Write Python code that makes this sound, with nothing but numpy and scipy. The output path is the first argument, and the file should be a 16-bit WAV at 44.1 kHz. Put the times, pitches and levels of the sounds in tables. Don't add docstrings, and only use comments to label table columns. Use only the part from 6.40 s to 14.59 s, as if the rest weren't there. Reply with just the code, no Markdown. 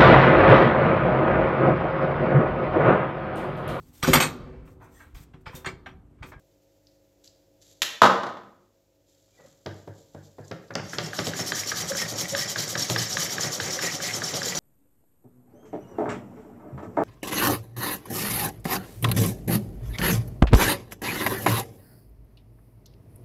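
import sys
import numpy as np
from scipy import signal
from scipy.fft import rfft, irfft
from scipy.io import wavfile
from scipy.ndimage import uniform_filter1d

SR = 44100
rng = np.random.default_rng(int(sys.argv[2]) if len(sys.argv) > 2 else 0)


def level_to_linear(level):
    exponent = np.asarray(level, float) / 20
    return 10 ** exponent


def to_wav(sig):
    pcm = np.clip(np.atleast_2d(sig), -1, 1) * 32767
    pcm = np.round(pcm).astype(np.int16)
    wavfile.write(sys.argv[1], SR, pcm.T)


N = 361179
T = np.arange(N) / SR
CONTROL_STEP = 32

# frequency in Hz, density in dB per Hz.
AIR_SPECTRUM = [(18, -32), (30, -12), (112, -4.5), (237, -19), (292, -4.5), (415, -8), (540, -4.5),
                (779, -15.5), (1000, -20), (1300, -51.5), (2200, -120)]
# frequency in Hz, density in dB per Hz.
HISS_SPECTRUM = [(600, -24), (1200, -1), (2500, -1), (4000, 0), (7500, 2), (8300, -8), (10000, -10),
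                 (11500, -3), (15800, -4)]
AIR_DB, HISS_DB = -68.5, -73
# frequency in Hz, level in dB.
HUM_LINES = [(48.4, -80), (102.3, -74), (150.7, -79.5), (199.2, -81.5), (296.1, -73), (349.9, -78),
             (543.7, -69.5), (640.6, -79.5)]
# time in seconds, low gain in dB, high gain in dB.
PHONE_GAIN = [
    (1.6, 0, 0),
    (2.2, -3, -2.5),
    (2.6, -3.5, -2.5),
    (3.1, -1.5, -.6),
    (4.0, -.6, 1.5),
]

# start in seconds, length in seconds, level in dB.
RUSTLES = [(0.838, 0.044, -59), (1.211, 0.12, -60), (1.303, 0.16, -69), (2.68, 0.054, -74.5),
           (2.941, 0.2, -73), (3.265, 0.15, -72), (3.556, 0.079, -68.5), (3.827, 0.057, -69),
           (4.045, 0.061, -64.5), (4.36, 0.023, -69), (4.43, 0.037, -64)]
# start in seconds, length in seconds, level in dB.
RESTING_WHISK = (2.67, 1.8, -72)
# frequency in Hz, density in dB per Hz.
RUSTLE_SPECTRUM = [(900, -27), (1500, -14), (2600, -12.5), (3500, -2), (5500, -3.5), (7500, 1.5),
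                   (8300, -15), (9800, -20), (11500, -8), (15800, -28)]
RUSTLE_RISE_S, RUSTLE_FALL_S = .006, .02
# time in seconds, peak in dB, pitch in Hz.
TICKS = [
    (0.47, -57, 5040),
    (0.876, -52, 4930),
    (4.0804, -53, 6980),
    (4.2825, -64, 4940),
    (4.338, -52, 5700),
]
# frequency in Hz, t60 in seconds.
ROOM_T60 = [(120, 0.86), (320, 0.77), (840, 0.56), (2210, 0.57), (5820, 0.47), (10000, 0.37)]

# time in seconds, peak in dB.
LID_SNAPS = [
    (1.419, -6.5),
    (1.428, -13),
]
# frequency in Hz, level in dB.
SNAP_SPECTRUM = [(59, -52.5), (100, -27), (544, -12.5), (868, -12.5), (1030, -11.5), (3510, -0.5),
                 (4820, -11.5), (7220, -8), (8730, -27.5), (11300, -14.5), (15800, -29.5)]
# frequency in Hz, level in dB, t60 in seconds.
LID_MODES = [(1950, 0, .03), (2530, -6, .04), (2837, -5, .04), (3365, 0, .04), (3655, -3, .04),
             (4027, -4, .03), (5626, -8, .03)]
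# time in seconds, peak in dB.
JAR_BLOWS = [(1.618, 2.5), (1.627, -4.5), (1.634, -1), (1.642, -3.5), (1.653, -5), (1.661, -6.5),
             (1.833, -13), (1.867, -17), (1.889, -23.5), (1.97, -28), (2.034, -35.5)]
# frequency in Hz, level in dB.
JAR_SPECTRUM = [(35, -89.5), (70, -49.5), (120, -27.5), (200, -9.5), (353, -13), (537, -6), (837, -2.5),
                (1240, -2), (2450, -22.5), (3550, -19), (7500, -33.5), (8500, -46.5), (11500, -43),
                (15800, -61)]
# frequency in Hz, level in dB, t60 in seconds.
WORKTOP_MODES = [(250, -9, .1), (350, -11, .25), (549, -6, .12), (700, -2, .07), (786, 0, .13),
                 (894, -5, .1), (1034, -3, .09), (1130, -4, .09), (1211, 0, .08), (1443, -9, .1),
                 (1820, -15, .08), (2148, -17, .1), (3149, -18, .08), (3467, -17, .1)]
# frequency in Hz, level in dB, t60 in seconds.
GLASS_MODES = [(11560, 0.5, .08), (11660, -3, 0.09), (11760, -3.5, .07), (3530, -4.5, .1), (2930, -5, .1)]
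REBOUND_S, REBOUND_DULL_DB = 1.7, -6

# time in seconds, level in dB.
PLUNGE = [
    (2.88, -70.5),
    (2.904, -76),
    (2.918, -85),
    (3.004, -58),
    (3.054, -59),
    (3.084, -67),
    (3.22, -77),
]
# time in seconds, level in dB.
STIR_EFFORT = [(4.351, -32), (4.54, -71), (4.652, -48), (4.79, -52), (4.97, -44.5), (5.11, -45),
               (5.24, -49.5), (5.42, -42.5), (5.81, -46), (6.3, -48), (6.57, -49.5), (7.02, -40.5),
               (7.35, -38), (7.6, -42), (8.19, -38.5)]
# frequency in Hz, width in Hz, level in dB.
HOB_PEAKS = [(107.7, 31, 1), (153, 57, 8.5), (263, 99, -9)]
# frequency in Hz, width in Hz, level in dB.
SAUCE_PEAKS = [(354, 300, 18), (540, 71, 9.5), (730, 15, 9), (1180, 290, 10.5)]
HOB_DB, HOB_SHARE = -45, 0.11

# start in seconds, length in seconds, pitch in Hz, width in Hz, level in dB.
SINGS = [(2.93, 0.044, 2330, 119, -75.5), (2.976, 0.074, 1950, 45, -65), (2.99, 0.08, 540, 40, -57),
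         (4.04, 0.021, 4950, 200, -63), (5.507, 0.03, 540, 35, -33), (5.72, 0.052, 547, 40, -42),
         (5.597, 0.013, 2100, 90, -36), (5.62, 0.038, 1850, 30, -32), (5.92, 0.076, 555, 35, -33.5),
         (6.016, 0.068, 1927, 50, -38), (6.495, 0.17, 103, 30, -39.5), (7.043, 0.08, 1920, 35, -40),
         (7.471, 0.024, 1890, 60, -31), (7.635, 0.03, 2020, 60, -40), (7.561, 0.093, 552, 50, -43),
         (7.13, 0.064, 540, 50, -43)]
AFTER_HZ, AFTER_WIDTH_HZ, AFTER_S, AFTER_DB, AFTER_GROWTH = 1620, 260, 0.07, -67, 1.1
# time in seconds, peak in dB, pitch in Hz.
THUMPS = [(2.99, -48, 512), (4.731, -32, 747), (4.939, -34, 383), (5.121, -32, 303), (5.263, -44, 385),
          (5.552, -33.5, 559), (5.659, -34, 574), (5.812, -33, 305), (6.126, -35, 577), (6.326, -29, 530),
          (6.538, -25, 540), (6.751, -27.5, 535), (6.985, -33, 606), (7.165, -32, 520), (7.201, -28, 465),
          (7.309, -36, 400), (7.368, -24.5, 525), (7.493, -36, 540), (7.599, -31, 598), (7.774, -30.5, 580),
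          (7.977, -30, 550), (8.064, -22.5, 472)]
# time in seconds, peak in dB, pitch in Hz.
FLECKS = [(4.4952, -29, 5880), (4.6598, -26, 5500), (4.746, -30, 5320), (5.0796, -24, 5480),
          (5.1474, -20, 5620), (5.1994, -24, 5640), (5.2915, -16.5, 5400), (5.3573, -21, 5520),
          (5.488, -17, 5600), (5.7588, -27, 5570), (6.0766, -21, 5500), (6.183, -16.5, 4440),
          (6.2784, -21, 7100), (6.3767, -14.5, 5560), (6.395, -17, 6400), (6.5934, -19, 4960),
          (6.728, -12, 5460), (7.008, -14.5, 6290), (7.0694, -22, 6550), (7.1214, -25, 5900),
          (7.2399, -22, 5680), (7.3074, -16, 5670), (7.4165, -27, 6030), (7.4364, -25, 6350),
          (7.4594, -20, 5660), (7.511, -22, 5500), (7.625, -26, 5200), (7.64, -19, 5900),
          (7.8376, -18, 6010), (8.0303, -17, 5330)]
# time in seconds, peak in dB, pitch in Hz.
CRACKS = [
    (4.3535, -15, 5000),
    (6.4992, -12, 4600),
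]

# time in seconds, peak in dB, slap of the flat loop in dB, wire tip tick in dB.
BUMPS = [(3.259, -23.5, -4.5, -7), (3.474, -32, -11.5, -17.5), (3.746, -31.5, -19, -22.5),
         (3.983, -31.5, -17, -24), (4.111, -25, -2.5, -6.5), (4.304, -31.5, 2, -41),
         (4.351, -23.5, 0.5, -1.5), (4.531, -31.5, 5.5, -12), (4.582, -20.5, 1.5, 4.5),
         (4.787, -20.5, 2, 2.5), (4.866, -21, -6.5, -0.5), (4.99, -23.5, 1, -5), (5.316, -31.5, 10, -13),
         (5.512, -29, -7, -15), (5.614, -31, 6, 2), (5.72, -28, -20, -26), (5.926, -31, -6, -15),
         (6.159, -31, 5, -2), (6.353, -25, 2.5, -9), (6.499, -20.5, -6, -5.5), (6.563, -26, -12, -20),
         (6.827, -27, -19, -14), (7.035, -29.5, 2, -17), (7.434, -26.5, -1, -12), (7.821, -27, 0, -16),
         (7.938, -26, -19, 7), (8.147, -31, -14, 7)]
# frequency in Hz, level in dB, t60 in seconds.
BASE_MODES = [(330, -7, .12), (450, 0, .06), (540, -10, .12), (770, -14, .07), (960, -15, .07)]
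QUICK_S = 4.05
SLOW_BOOM_DB, QUICK_BOOM_DB = -4.5, -8.5
SLOW_UPPER_HZ, QUICK_UPPER_HZ = 143, 167.1
SLOW_UPPER_DB, QUICK_UPPER_DB = -0.5, 13.5

# time in seconds, peak in dB.
CLACKS = [(4.3075, -30.5), (4.534, -26), (4.733, -22), (4.9361, -21), (5.121, -13.5), (5.3183, -15.5),
          (5.5207, -22.5), (5.552, -23.5), (5.9502, -14.5), (6.1601, -18), (6.354, -16.5), (6.562, -13.5),
          (6.7708, -13.5), (6.983, -17), (7.201, -17), (7.3912, -18), (7.603, -24), (7.82, -18.5),
          (8.019, -20)]
# frequency in Hz, level in dB, t60 in seconds.
WALL_MODE = (1220, -17, 0.03)
CLACK_HZ, CLACK_HZ_PER_DB = 1530, 9
CLACK_TICK_DB, TICK_SPREAD_DB = -2.5, 1.5

# start in seconds, length in seconds, pressure in dB, wall ring in dB.
PUSHES = [(4.438, 0.2, -53, -4), (4.627, 0.06, -44.5, -4.5), (4.851, 0.048, -36.5, -8),
          (4.965, 0.058, -34.5, -4), (5.153, 0.072, -33, -9), (5.363, 0.068, -33, -8.5),
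          (5.56, 0.077, -32, -5), (5.781, 0.053, -30.5, -7), (5.971, 0.07, -31.5, -5),
          (6.178, 0.072, -32.5, -9), (6.385, 0.068, -32, -9.5), (6.584, 0.067, -30.5, -5),
          (6.781, 0.086, -31, -8.5), (7.004, 0.066, -31.5, -5.5), (7.207, 0.081, -36, -1.5),
          (7.419, 0.063, -30.5, -2), (7.62, 0.086, -34, -1), (7.831, 0.086, -35, -7),
          (8.047, 0.067, -31.5, -6)]
# start in seconds, length in seconds, pressure in dB.
PULLS = [(4.534, 0.018, -44.5), (4.737, 0.084, -41.5), (5.067, 0.04, -33.5), (5.27, 0.052, -34.5),
         (5.48, 0.035, -34), (5.686, 0.036, -34), (5.885, 0.046, -36), (6.091, 0.042, -33),
         (6.295, 0.036, -32.5), (6.498, 0.043, -31), (6.696, 0.058, -34.5), (6.909, 0.044, -32.5),
         (7.125, 0.042, -32.5), (7.323, 0.042, -33), (7.525, 0.047, -33.5), (7.733, 0.056, -34.5),
         (7.951, 0.044, -31.5), (8.151, 0.1, -33.5)]
PUSH_HZ, PULL_HZ, STROKE_SPREAD_HZ = 5100, 6200, 850
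PUSH_FIZZ_DB, PULL_FIZZ_DB, PULL_WALL_DB, DRYING_DB_PER_S = -11, -10, -14.5, -1.5
FIZZ_GROWTH = 0.28
# frequency in Hz, density in dB per Hz.
SCRAPE_SPECTRUM = [(530, -4.5), (900, -5.5), (1220, -1.5), (1500, -16), (1940, -1), (2640, -17.5),
                   (3060, 2.5), (3370, 0), (5520, 3), (7070, 4.5), (9500, -33.5), (12400, -36),
                   (20900, -120)]
# frequency in Hz, density in dB per Hz.
FIZZ_SPECTRUM = [(5000, -4), (8500, 5), (9260, -1), (11800, 9.5), (12900, -1), (15100, 2), (15800, -18.5)]
# frequency in Hz, width in Hz, level in dB.
WIRE_PEAKS = [(3150, 130, -11), (3900, 140, -9), (4650, 130, -5), (5480, 100, 2), (5750, 120, -1),
              (6300, 130, -4), (7000, 150, -2), (7700, 200, -9), (10300, 250, -18), (11400, 300, -14),
              (12300, 300, -17)]
# time in seconds, peak in dB, pitch in Hz.
ROCKS = [(4.586, -30, 173), (4.637, -28, 157), (4.796, -25, 158.3), (4.994, -25.5, 171), (5.174, -35, 103),
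         (5.314, -35, 102), (5.419, -30.5, 169), (5.469, -36, 154), (5.527, -32, 169), (5.637, -29, 158),
         (5.726, -37, 187), (5.815, -31, 168), (5.909, -41, 180), (6.004, -41, 128), (6.066, -48, 124),
         (6.165, -35, 141), (6.228, -34, 143), (6.362, -34, 144.4), (6.407, -38, 154), (6.505, -30, 116),
         (6.556, -27.5, 113.5), (6.778, -30.5, 153), (6.989, -33.5, 145), (7.058, -32, 143),
         (7.206, -30, 98), (7.608, -35, 151), (7.731, -44, 152), (7.824, -37, 215), (7.948, -37, 132),
         (8.086, -32.5, 184)]


def evened(x):
    return x / np.sqrt(np.mean(x ** 2) + 1e-20)


def read(points, hz):
    f, value = np.transpose(points)
    return np.interp(np.log(hz + 1), np.log(f + 1), value)


def add(mix, start_s, sound):
    part = mix[round(start_s * SR):][:len(sound)]
    part += sound[:len(part)]


def coloured(x, points):
    gain = level_to_linear(read(points, np.fft.rfftfreq(len(x), 1 / SR)))
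    return evened(irfft(rfft(x) * gain, len(x)))


def resonate(x, hz, width_hz):
    turn = np.exp(2j * np.pi * np.cumsum(hz * np.ones(len(x))) / SR)
    r = np.exp(-np.pi * width_hz / SR)
    return 2 * (turn * signal.lfilter([1 - r], [1, -r], x / turn)).real


def body(x, peaks):
    return evened(sum(level_to_linear(db) * evened(resonate(x, hz, width_hz)) for hz, width_hz, db in peaks))


def ring(modes, rise_s, size=12000):
    t = T[:size]
    x = sum(level_to_linear(db - 60 * t / t60_s) * np.sin(2 * np.pi * hz * t) for hz, db, t60_s in modes)
    x = x * (1 - np.exp(-t / rise_s))
    return x / abs(x).max()


def burst(points, t60_s, size=4096):
    z = rfft(rng.standard_normal(size) * level_to_linear(-60 * T[:size] / t60_s))
    z /= np.sqrt(uniform_filter1d(abs(z) ** 2, size=24))
    log_gain = np.log(level_to_linear(np.maximum(read(points, abs(np.fft.fftfreq(size, 1 / SR))), -100)))
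    minimum_phase = np.exp(np.conj(signal.hilbert(log_gain)))
    x = irfft(z * minimum_phase[:len(z)])
    x *= signal.windows.tukey(2 * size, .5)[size:]
    return x / abs(x).max()


def slow(hz):
    lowpass = signal.butter(2, hz, fs=SR / CONTROL_STEP, output="sos")
    x = signal.sosfilt(lowpass, rng.standard_normal(N // CONTROL_STEP + 2000))
    coarse_t = T[::CONTROL_STEP]
    return np.interp(T, coarse_t, evened(x[-len(coarse_t):]))


def flicker(hz, depth_db):
    return level_to_linear(2 * depth_db * np.tanh(slow(hz) / 2))


def gritty(per_s, spread_db):
    size = level_to_linear(spread_db * np.minimum(rng.exponential(1, N), 4))
    return size * rng.standard_normal(N) * (rng.random(N) < per_s / SR)


def humps(start_s, length_s, gain, rise_s, fall_s):
    coarse_t = T[::CONTROL_STEP]
    t = coarse_t - np.asarray(start_s)[:, None]
    shape = .5 * (np.tanh(t / rise_s) - np.tanh((t - np.asarray(length_s)[:, None]) / fall_s))
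    return np.interp(T, coarse_t, gain @ shape)


def air():
    low = 0
    for hz, db in HUM_LINES[1:]:
        tone = np.sin(2 * np.pi * np.cumsum(hz + 2 * slow(3.0)) / SR)
        low = low + level_to_linear(db) * tone * flicker(4.0, 1.5) * np.sqrt(2)
    mains_hz, mains_db = HUM_LINES[0]
    low += level_to_linear(mains_db + 6.5) * np.sin(2 * np.pi * mains_hz * T)
    low += level_to_linear(AIR_DB) * coloured(rng.standard_normal(N), AIR_SPECTRUM) * flicker(1.5, 1.0)
    hiss = level_to_linear(HISS_DB) * coloured(rng.standard_normal(N), HISS_SPECTRUM) * flicker(12.0, .8)
    s, low_db, high_db = np.transpose(PHONE_GAIN)
    return low * level_to_linear(np.interp(T, s, low_db)) + hiss * level_to_linear(np.interp(T, s, high_db))


def hands():
    s, length_s, db = np.transpose(RUSTLES + [RESTING_WHISK])
    gain = humps(s, length_s, level_to_linear(db), RUSTLE_RISE_S, RUSTLE_FALL_S)
    out = gain * coloured(gritty(9000, 2.5) * flicker(60, 3), RUSTLE_SPECTRUM)
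    for s, db, hz in TICKS:
        tone = [(0.31 * hz, -40), (0.82 * hz, -5), (hz, 0), (1.15 * hz, -6), (1.5 * hz, -35)]
        add(out, s, level_to_linear(db + 12.5) * burst(tone, 0.02))
    tail = [(3500, -35), (4200, -3), (5000, 0), (5800, -8), (7000, -35)]
    add(out, TICKS[0][0], level_to_linear(-63) * burst(tail, .3, size=8192))
    return out


def kitchen(x):
    hz, t, z = signal.stft(rng.standard_normal(SR), SR, nperseg=256)
    decay = level_to_linear(-60 * t / read(ROOM_T60, hz)[:, None])
    tail = signal.istft(z * decay, SR, nperseg=256)[1]
    tail *= np.minimum(T[:len(tail)] / 0.011, 1)
    return signal.fftconvolve(x, tail / np.linalg.norm(tail))[:N]


def jar():
    out = np.zeros(N)
    for s, db in LID_SNAPS:
        add(out, s, level_to_linear(db - 0.5) * burst(SNAP_SPECTRUM, 0.032))
        add(out, s, level_to_linear(db - 11) * ring(LID_MODES, .0004))
    for s, db in JAR_BLOWS:
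        modes = []
        for hz, level_db, t60_s in WORKTOP_MODES:
            u = rng.standard_normal()
            modes.append((hz * (1 + .012 * u), level_db + 4.0 * u, t60_s))
        thump_db = db - 1.5 + REBOUND_DULL_DB * (s > REBOUND_S)
        add(out, s, level_to_linear(thump_db) * burst(JAR_SPECTRUM, 0.045))
        add(out, s, level_to_linear(db - 8) * ring(modes, 0.00019, size=20000))
    add(out, JAR_BLOWS[0][0], level_to_linear(-33) * ring(GLASS_MODES, 0.00078))
    return out


def stirring():
    s, slosh_db = np.transpose(STIR_EFFORT)
    rumble_db = HOB_DB + HOB_SHARE * (slosh_db - slosh_db.mean())
    lumps = gritty(4000, 1.2) * flicker(12, 3)
    plunge = level_to_linear(np.interp(T, *np.transpose(PLUNGE), -140, -140))
    hob_gain = level_to_linear(np.interp(T, s, rumble_db, left=-140)) + 1.2 * plunge
    sauce_gain = level_to_linear(np.interp(T, s, slosh_db, left=-140)) + 0.7 * plunge
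    low = hob_gain * body(lumps, HOB_PEAKS) + sauce_gain * body(lumps, SAUCE_PEAKS)
    return signal.sosfilt(signal.butter(2, 2500, fs=SR, output="sos"), low)


def singing():
    out = np.zeros(N)
    after = [(s + 0.0086, AFTER_S, AFTER_HZ, AFTER_WIDTH_HZ, AFTER_DB + AFTER_GROWTH * (db + 35.5))
             for s, db, _, _ in BUMPS if s < QUICK_S]
    for s, length_s, hz, width_hz, db in SINGS + after:
        tone = resonate(rng.standard_normal(16000), hz, width_hz)
        tone = evened(resonate(tone, hz, 2 * width_hz))[4000:]
        gain = humps([.03], [length_s], level_to_linear([db]), 0.0072, 0.0096)
        add(out, s - .03, gain[:len(tone)] * tone)
    return out


def catches():
    out = np.zeros(N)
    for s, db, hz in THUMPS:
        modes = [(hz, 0, .09), (0.64 * hz, -8, .05), (1.42 * hz, -9, .05)]
        add(out, s, level_to_linear(db - 3.0) * ring(modes, 0.0026, size=5000))
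    for s, db, hz in FLECKS:
        tone = [(.4 * hz, -28), (.8 * hz, -10), (hz, 0), (1.2 * hz, -10), (1.8 * hz, -30)]
        add(out, s, level_to_linear(db - 4) * burst(tone, .045, size=2048))
    for s, db, hz in CRACKS:
        tone = [(300, -12), (600, -4), (1500, -10), (hz, 0), (1.4 * hz, -8), (2 * hz, -30)]
        add(out, s, level_to_linear(db) * burst(tone, .012, size=2048))
    return out


def bumps():
    out = np.zeros(N)
    base = ring(BASE_MODES, 0.004)
    thud = [(100, 0.0), (250, -4), (600, -2.5), (1000, -14.0), (3000, -47.5)]
    slap = [(600, -21.0), (1200, 9.0), (1900, 6.5), (2600, -2.5), (5000, -68)]
    click = [(1500, -20), (3000, 6.5), (5500, 6.5), (6800, -10.0), (9000, -58), (16000, -114)]
    jangle = [(1500, -2.5), (3300, 8.5), (5000, -1.5), (7000, -6), (10000, -45)]
    for s, db, slap_db, tick_db in BUMPS:
        add(out, s, level_to_linear(db - 7.0) * base)
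        add(out, s, level_to_linear(db) * burst(thud, 0.15))
        add(out, s + 0.001773, level_to_linear(db + slap_db - 3.5) * burst(slap, 0.078))
        add(out, s + .0028, level_to_linear(db + tick_db + 3.5) * burst(click, .007))
        add(out, s + 0.0024, level_to_linear(db + tick_db - 12) * burst(jangle, 0.12, size=8192))
    return out


def booms():
    out = np.zeros(N)
    for s, db, _, _ in BUMPS:
        boom_db, upper_hz, upper_db = QUICK_BOOM_DB, QUICK_UPPER_HZ, QUICK_UPPER_DB
        if s < QUICK_S:
            boom_db, upper_hz, upper_db = SLOW_BOOM_DB, SLOW_UPPER_HZ, SLOW_UPPER_DB
        u, v = rng.normal(0, 1, 2)
        modes = [(99 * (1 + 0.011 * u), 0, .42), (upper_hz * (1 + 0.013 * v), upper_db + 0.58 * v, .33)]
        add(out, s, level_to_linear(db + boom_db - 3) * ring(modes, 0.007, size=20000))
    return out


def clacks():
    out = np.zeros(N)
    t = T[:400]
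    window = np.sin(np.pi * np.minimum(t / 0.004, 1) ** 0.5)
    tick = [(900, 20.5), (2200, 16.5), (3700, 24.0), (4800, 18.0), (7000, 2), (10000, -30)]
    for s, db in CLACKS:
        hz = CLACK_HZ + CLACK_HZ_PER_DB * (db + 25.5)
        tick_db = CLACK_TICK_DB + 0.34 * (db + 15.5) + TICK_SPREAD_DB * rng.standard_normal()
        cycles = np.sin(2 * np.pi * 1.12 * hz * t * (1 - 22 * t))
        add(out, s - .001, level_to_linear(db - 2.2) * cycles * window)
        add(out, s, level_to_linear(db + WALL_MODE[1]) * ring([WALL_MODE], 0.012))
        add(out, s, level_to_linear(db + tick_db - 2.5) * burst(tick, 0.021))
    return out


def strokes():
    rows = [(s, length_s, db, PUSH_HZ, wall_db, PUSH_FIZZ_DB) for s, length_s, db, wall_db in PUSHES]
    rows += [(s, length_s, db, PULL_HZ, PULL_WALL_DB, PULL_FIZZ_DB) for s, length_s, db in PULLS]
    s, length_s, db, hz, wall_db, fizz_db = np.transpose(sorted(rows))
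    hz = hz + STROKE_SPREAD_HZ * rng.standard_normal(len(s))
    fizz_db = fizz_db + FIZZ_GROWTH * (db + 31.5) + DRYING_DB_PER_S * (s - s.mean())
    return s, length_s, db, hz, wall_db, fizz_db


def wires():
    out = 0
    for hz, width_hz, db in WIRE_PEAKS:
        wander_hz = hz * (1 + 0.03 * slow(34.3))
        slips = rng.standard_normal(N) * flicker(36, 7.5)
        tone = resonate(resonate(slips, wander_hz, width_hz), wander_hz, 3 * width_hz)
        out = out + level_to_linear(db) * evened(tone)
    return evened(out)


def scraping():
    s, length_s, db, hz, wall_db, fizz_db = strokes()
    grit = gritty(14000, 1.5) * flicker(40, 1.2)
    bright = resonate(grit, np.interp(T, s + length_s / 2, hz), 2100)
    steel = evened(coloured(grit, SCRAPE_SPECTRUM) + 1.5 * wires() + .4 * evened(bright))
    wall = body(gritty(5000, 3.5) * flicker(21, 4.6), [(1956, 31, -5.5), (2100, 440, 4.0)])
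    fizz = flicker(35, 2) * coloured(grit, FIZZ_SPECTRUM)
    contact = humps(s - .04, length_s + .08, level_to_linear(db - 17.5), .03, .04)
    swell = humps(s + 0.35 * length_s, .5 * length_s, level_to_linear(db - 0.5), 0.054, 0.016)
    press = humps(s, length_s, level_to_linear(db - 2), 0.01, 0.037)
    wall_gain = humps(s, length_s + 0.028, level_to_linear(db + wall_db - 2.0), 0.033, 0.022)
    fizz_gain = humps(s - .003, length_s + .003, level_to_linear(db + fizz_db), .009, .011) + .06 * contact
    return (press + swell + contact) * steel + wall_gain * wall + fizz_gain * fizz


def rocking():
    out = np.zeros(N)
    for s, db, hz in ROCKS:
        add(out, s, level_to_linear(db - 5.0) * ring([(hz, 0, .16)], 0.0088, size=9000))
    return out


def scene():
    far = jar()
    taps = bumps() + clacks() + hands() + catches()
    near = scraping() + singing() + stirring() + booms() + rocking()
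    send = level_to_linear(-4.5) * far + level_to_linear(-7.0) * taps + level_to_linear(-13) * near
    wet = far + taps + near + kitchen(send)
    bass_cut = signal.butter(7, 88, "high", fs=SR, output="sos")
    return (signal.sosfilt(bass_cut, wet) + air())[None]


def roll_off(x):
    return signal.sosfilt(signal.butter(12, 16370, fs=SR, output="sos"), x)


def record(dry):
    band_limit = signal.cheby2(12, 45, 16200, fs=SR, output="sos")
    mix = signal.sosfiltfilt(band_limit, np.clip(dry, -.99, .99))
    return roll_off(mix)


dry = scene()
out = record(dry)
to_wav(out)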